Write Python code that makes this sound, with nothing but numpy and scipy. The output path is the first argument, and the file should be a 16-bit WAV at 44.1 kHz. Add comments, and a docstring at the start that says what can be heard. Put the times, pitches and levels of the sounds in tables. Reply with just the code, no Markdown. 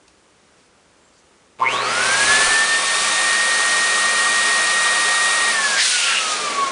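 """An electric balloon pump blows up a latex balloon on the floor of a small, cluttered room.
After a faint tick and soft rubbing sounds, the mains motor growls and chirps up to speed.
Its six-bladed fan whines over a rush of air in the pump's can and nozzle. Switched off,
it coasts down while the balloon is pulled away and air whistles past the rubber neck."""
import sys
import numpy as np
from scipy import signal
from scipy.fft import rfft, irfft
from scipy.io import wavfile
from scipy.ndimage import uniform_filter1d

SR = 44100
rng = np.random.default_rng(int(sys.argv[2]) if len(sys.argv) > 2 else 0)


def pcm_store(signal):
    """Save signal as 16-bit PCM."""
    levels = np.round(np.clip(np.atleast_2d(signal), -1, 1) * 32767)
    wavfile.write(sys.argv[1], SR, levels.astype(np.int16).T)


N = 295911
T = np.arange(N) / SR

ON_S, OFF_S = 1.584, 5.5
RELEASE_S, SLIP_S, LIFT_S = 5.81, 0.013, 0.2  # the neck slips off, then the balloon is lifted clear
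MAINS_HZ, BLADES, SLOTS = 60, 6, 22


def undb(db):
    """Turn decibels into a gain to multiply by."""
    return 10 ** (np.asarray(db) / 20)


def unit(x):
    """Scale a signal to an average power of one."""
    return x / np.sqrt(np.mean(x ** 2))


def step(at_s, soft_s):
    """A smooth step from 0 to 1."""
    return .5 + .5 * np.tanh((T - at_s) / (2 * soft_s))


def noise(points):
    """Noise whose balance of low and high follows (pitch [Hz], relative level [dB]) points."""
    hz, db = np.transpose(points)
    bins = np.maximum(np.fft.rfftfreq(N, 1 / SR), 1)
    gains = undb(np.interp(np.log(bins), np.log(hz), db))
    return unit(irfft(rfft(rng.standard_normal(N)) * gains, N))


def wander(hz):
    """A smooth random wobble that changes about hz times a second."""
    return unit(signal.sosfilt(signal.butter(2, hz, fs=SR, output="sos"), rng.standard_normal(N)))


def resonate(x, hz, width):
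    """One resonance: lets through the part of x near hz."""
    return signal.lfilter(*signal.iirpeak(hz, hz / width, fs=SR), x)


def ring(x, modes):
    """A body, shaken by x, rings at its own pitches."""
    return sum(undb(db) * resonate(x, hz, width) for hz, width, db in modes)


def bursts(rows, flutter_db, flutter_hz):
    """Short swells of fluttering noise, each around its own pitch."""
    out = np.zeros(N)
    for peak_s, length, hz, width, db in rows:
        band = resonate(rng.standard_normal(N), hz, 1.5 * width)
        band = unit(resonate(band, hz, 1.5 * width))  # a second pass narrows it to about `width`
        out += undb(db) * band * np.exp(-2 * ((T - peak_s) / length) ** 2)
    return out * undb(flutter_db * wander(flutter_hz))


def room(x, wet_db, fade_s=0.22):
    """Add the short, dense echo of a furnished room; the power stays the same."""
    t = T[:SR // 3]
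    echo = rng.standard_normal(len(t)) * np.exp(-np.log(1000) * t / fade_s) * (t > .003)
    response = undb(wet_db) * echo / np.linalg.norm(echo)
    response[0] = 1
    return signal.fftconvolve(x, response / np.linalg.norm(response))[:N]


# The room's own noise (pitch [Hz], relative level [dB])
ROOM_NOISE = [(15, -63), (25, -14), (75, -1), (137, -7), (164, -2), (506, -0.5), (667, -5.5), (1190, -5.5),
              (3960, -13.5), (7220, -14.5), (10000, -17.5), (13000, -47.5), (22000, -120)]

def background():
    """The quiet room: a faint, almost steady noise."""
    return noise(ROOM_NOISE) * undb(-55 + .3 * wander(2.7))


# Low puffs of air (time [s], length [s], pitch [Hz], width [Hz], level [dB])
PUFFS = [(1.742, .03, 230, 300, -35), (2.315, 0.028, 55, 90, -41), (2.42, 0.18, 28, 40, -44),
         (5.8, 0.039, 30, 50, -51)]

def draught():
    """The balloon flips upright, and stray air buffets the microphone."""
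    return bursts(PUFFS, flutter_db=8.0, flutter_hz=30)


# A tick, then soft rubs (time [s], length [s], pitch [Hz], width [Hz], level [dB])
TICK_AND_RUBS = [(.083, 0.0049, 4200, 3000, -48), (.62, .07, 4000, 4000, -62.5), (1.06, .1, 7470, 200, -67),
                 (1.16, .05, 4650, 500, -62), (1.17, .1, 6700, 2500, -64)]

def tick_and_rubs():
    """A faint tick at the start, then soft rubbing sounds."""
    return bursts(TICK_AND_RUBS, flutter_db=5.0, flutter_hz=80)


# Gushes and whistles (time [s], length [s], pitch [Hz], width [Hz], level [dB])
LEAKS = [(1.735, 0.064, 3970, 5000, -30), (1.742, .03, 550, 600, -27.5), (1.755, 0.043, 1130, 70, -22.5),
         (3.03, 0.27, 5000, 7000, -27), (5.71, 0.16, 4370, 5000, -23), (5.795, .045, 1870, 600, -19.5),
         (5.805, 0.055, 3930, 2500, -18), (6.07, 0.17, 2740, 480, -22), (6.115, .066, 1680, 500, -23),
         (6.17, 0.048, 2720, 350, -19), (6.31, 0.061, 5000, 5000, -26.5), (6.6, 0.49, 443, 375, -34)]

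def leaks():
    """Air gushes into the limp neck, later escapes past it, then leaves the open nozzle."""
    return bursts(LEAKS, flutter_db=0.5, flutter_hz=120)


# A quick kick, a slower climb and a last creep (speed gained [turns/s], time to gain 63% of it [s])
SPIN_UP = [(122.8, .1403), (186, .3608), (4.6, 3.35)]

def shaft_speed(half_speed_s=1.625):
    """Turns per second: the motor speeds up and levels off; once off, air drag alone slows it."""
    driven_s = np.clip(T, ON_S, OFF_S) - ON_S
    run_up = sum(hz * (1 - np.exp(-driven_s / lag_s)) for hz, lag_s in SPIN_UP)
    return run_up / (1 + np.maximum(T - OFF_S, 0) / half_speed_s)


def early():
    """1 early in the run, easing off to 0 near 2.5 s."""
    return 1 - step(at_s=2.55, soft_s=0.058)


def loudness(law, speed):
    """How loud a fan sound is, from the speed and the balloon, with extra loudness early in the run."""
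    db, power, early_db, full_db, open_db, neck_db = law
    released = step(RELEASE_S, SLIP_S)
    fill = np.clip((T - ON_S) / (RELEASE_S - ON_S), 0, 1) * (1 - released)
    neck_near = released * np.exp(-np.maximum(T - RELEASE_S, 0) / LIFT_S)
    added_db = early_db * early() + full_db * fill + open_db * released + neck_db * neck_near
    return undb(db + added_db) * (speed / speed.max()) ** power


# Resonances of the air in the can (pitch [Hz], width [Hz], boost [dB])
CAN_RESONANCES = [(422, 30, -2), (508, 42, 3.5), (700, 106, -6), (784, 10, -19), (1104, 11, 3.5)]

def can(x):
    """The air inside the pump's can rings along with x."""
    return ring(x, CAN_RESONANCES)


# Low rush, bright jet and thin hiss (pitch [Hz], relative level [dB])
RUSH = [(25, -13), (90, -33), (170, -7), (380, -7), (700, 1.5), (950, 2), (1350, 6.5), (1800, 3),
        (2300, 2.5), (3200, -3), (5000, -33), (10000, -39)]
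JET = [(500, -37), (1500, -4.5), (2600, -0.5), (4200, 1.5), (5000, -1.5), (6200, -1.5), (8000, -5.5),
       (10500, -29)]
HISS = [(3000, -22), (6000, -13), (7500, 10.5), (8600, 15), (9700, 18), (11000, -21.5)]
# How loud each is (level at full speed [dB], power of speed, extra loudness early in the run [dB],
# change with a full balloon [dB], with the nozzle open [dB], with the neck just above it [dB])
RUSH_LOUDNESS = (-24.5, 0.96, 4.5, -0.5, -0.5, -10)
JET_LOUDNESS = (-22, 4, 5, -1.4, 10.5, 1)
HISS_LOUDNESS = (-26.5, 5.5, 6.5, -0.5, 12, 0.5)

def air(speed):
    """Churning air roars in the can, and the nozzle's jet hisses into the balloon."""
    eddies = noise(RUSH)
    rush = unit(eddies + can(eddies)) * loudness(RUSH_LOUDNESS, speed)
    jet = noise(JET) * loudness(JET_LOUDNESS, speed) * undb(.5 * wander(26))
    hiss = noise(HISS) * loudness(HISS_LOUDNESS, speed) * undb(.5 * wander(18))
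    # the roar fills the room; the narrow jet beams its treble straight out
    return room(rush, wet_db=-5) + room(jet + hiss, wet_db=-10.5)


# Swirls that circle more slowly than the blades
# (cycles per turn, wobble [Hz], duct pitch [Hz], duct width [Hz], level [dB])
SWIRLS = [(3.78, 16.85, 1230, 217, -29.5), (7.7, 28, 2370, 120, -36)]

def swirls(speed, angle):
    """The balloon pushes back and the flow breaks into swirls: hoarse tones, loud at a duct's pitch."""
    out = 0
    for per_turn, wobble_hz, duct_hz, width, db in SWIRLS:
        drift = 2 * np.pi * np.cumsum(wobble_hz * wander(39.7)) / SR
        swirl = undb(db + 3.3 * wander(30)) * np.sqrt(2) * np.sin(per_turn * angle + drift)
        out = out + resonate(swirl, duct_hz, width) + undb(-7) * can(swirl)
    return out * (speed / speed.max()) ** 3


# Resonances of the motor's frame (pitch [Hz], width [Hz], boost [dB])
FRAME_RESONANCES = [(919, 6.1, 9), (1040, 23, 5.5), (1094, 40, -7), (2190, 147, -4), (2420, 130, -21),
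                    (2950, 180, -24.5)]

def motor(angle, inrush_s=0.016):
    """The magnets' pull throbs; slots in the rotor chop it into a rising chirp that rings the frame."""
    switched = (1 - np.exp(-np.maximum(T - ON_S, 0) / inrush_s)) * (T < OFF_S)
    current = undb(-12.5 + 13 * early()) * switched  # high until nearly up to speed
    mains = 2 * np.pi * MAINS_HZ * (T - ON_S)
    pull = current * np.sin(mains) ** 2  # two throbs per mains cycle
    growl = 1 + 0.29 * np.cos(angle)  # the rotor runs slightly off centre
    slots = pull * growl * np.sin(SLOTS * angle + 0.5 * wander(300))
    chirp = undb(-1.5) * ring(slots, FRAME_RESONANCES)
    brushes = pull * rng.standard_normal(N)
    scrape = undb(-11.5) * (ring(brushes, FRAME_RESONANCES) + can(brushes))
    # the brushes chatter unevenly over the slots: a hoarse, climbing whistle
    chatter = pull * np.sin(SLOTS * angle + 2.2 * wander(240))
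    whistle = undb(-33.5) * resonate(chatter, hz=7700, width=5500)
    hum = current * (undb(-44) * np.cos(2 * mains) + undb(-48) * np.sin(4 * mains))
    return room(chirp + whistle + scrape, wet_db=-6.0) + hum


# Weak tones of the shaft (cycles per turn, level at full speed [dB])
SHAFT_TONES = [(1, -53.5), (8, -40.5), (9, -55)]

def shaft(speed, angle):
    """The spinning shaft adds faint tones that grow with its speed."""
    tones = sum(undb(db + 2 * wander(8.2)) * np.sin(per_turn * angle) for per_turn, db in SHAFT_TONES)
    return np.sqrt(2) * tones * (speed / speed.max()) ** 3


# Standing waves that swell or swallow the whine as it glides by (pitch [Hz], width [Hz], boost [dB])
STANDING_WAVES = [(1103, 33, 13.5), (1259, 57, 3.5), (1455, 38, 5), (1610, 22, 4.5), (1708, 29, 5),
                  (1764, 9, -7), (1796, 50, 3), (1826, 6.4, -12.5), (1842, 9.7, -8)]
# The tone an octave up, stronger as the balloon gets tight (time [s], level [dB])
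OCTAVE_LEVELS = [(1.9, -58), (2.8, -33), (4.3, -40.5), (4.8, -33), (5.5, -32), (5.65, -51), (6.2, -49),
                 (6.45, -40), (6.7, -37)]
# How loud the whine is; same columns as RUSH_LOUDNESS
WHINE_LOUDNESS = (-20, 3, 2, -1, .5, -14)

def whine(speed, angle):
    """Fan blades sweep past the outlet and make a tone, which beats with its echo as it glides."""
    blades = BLADES * angle + 0.084 * wander(60)
    tone = room(np.sin(blades), wet_db=-8)
    tone /= np.sqrt(uniform_filter1d(tone ** 2, SR // 10) + 1e-6)  # even out the slow swells
    pitch = BLADES * speed
    standing_db = sum(db * np.exp(-2 * ((pitch - hz) / width) ** 2) for hz, width, db in STANDING_WAVES)
    # once lifted, the swaying balloon reflects the tone and makes it flutter
    flutter_db = 0.22 * wander(44) + 3.1 * step(RELEASE_S, SLIP_S) * wander(13)
    tone *= loudness(WHINE_LOUDNESS, speed) * undb(standing_db + flutter_db)
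    octave_db = np.interp(T, *np.transpose(OCTAVE_LEVELS)) + wander(12)
    octave = np.sqrt(2) * undb(octave_db) * np.sin(2 * blades)
    flowing = step(1.807, 0.031) * (T > ON_S)  # the tones need a steady flow first
    return flowing * (tone + octave)


def scene():
    """Room, balloon and pump, the same in both channels."""
    speed = shaft_speed()
    angle = 2 * np.pi * np.cumsum(speed) / SR
    pump = motor(angle) + whine(speed, angle) + shaft(speed, angle) + swirls(speed, angle) + air(speed)
    small_sounds = leaks() + tick_and_rubs()
    mono = draught() + background() + room(small_sounds, wet_db=-5) + pump
    return np.array([mono, mono])


def record(dry, top_hz=10100):
    """Cut away the highest treble."""
    return signal.sosfilt(signal.ellip(12, .1, 80, top_hz, fs=SR, output="sos"), dry)


dry = scene()
out = record(dry)
pcm_store(out)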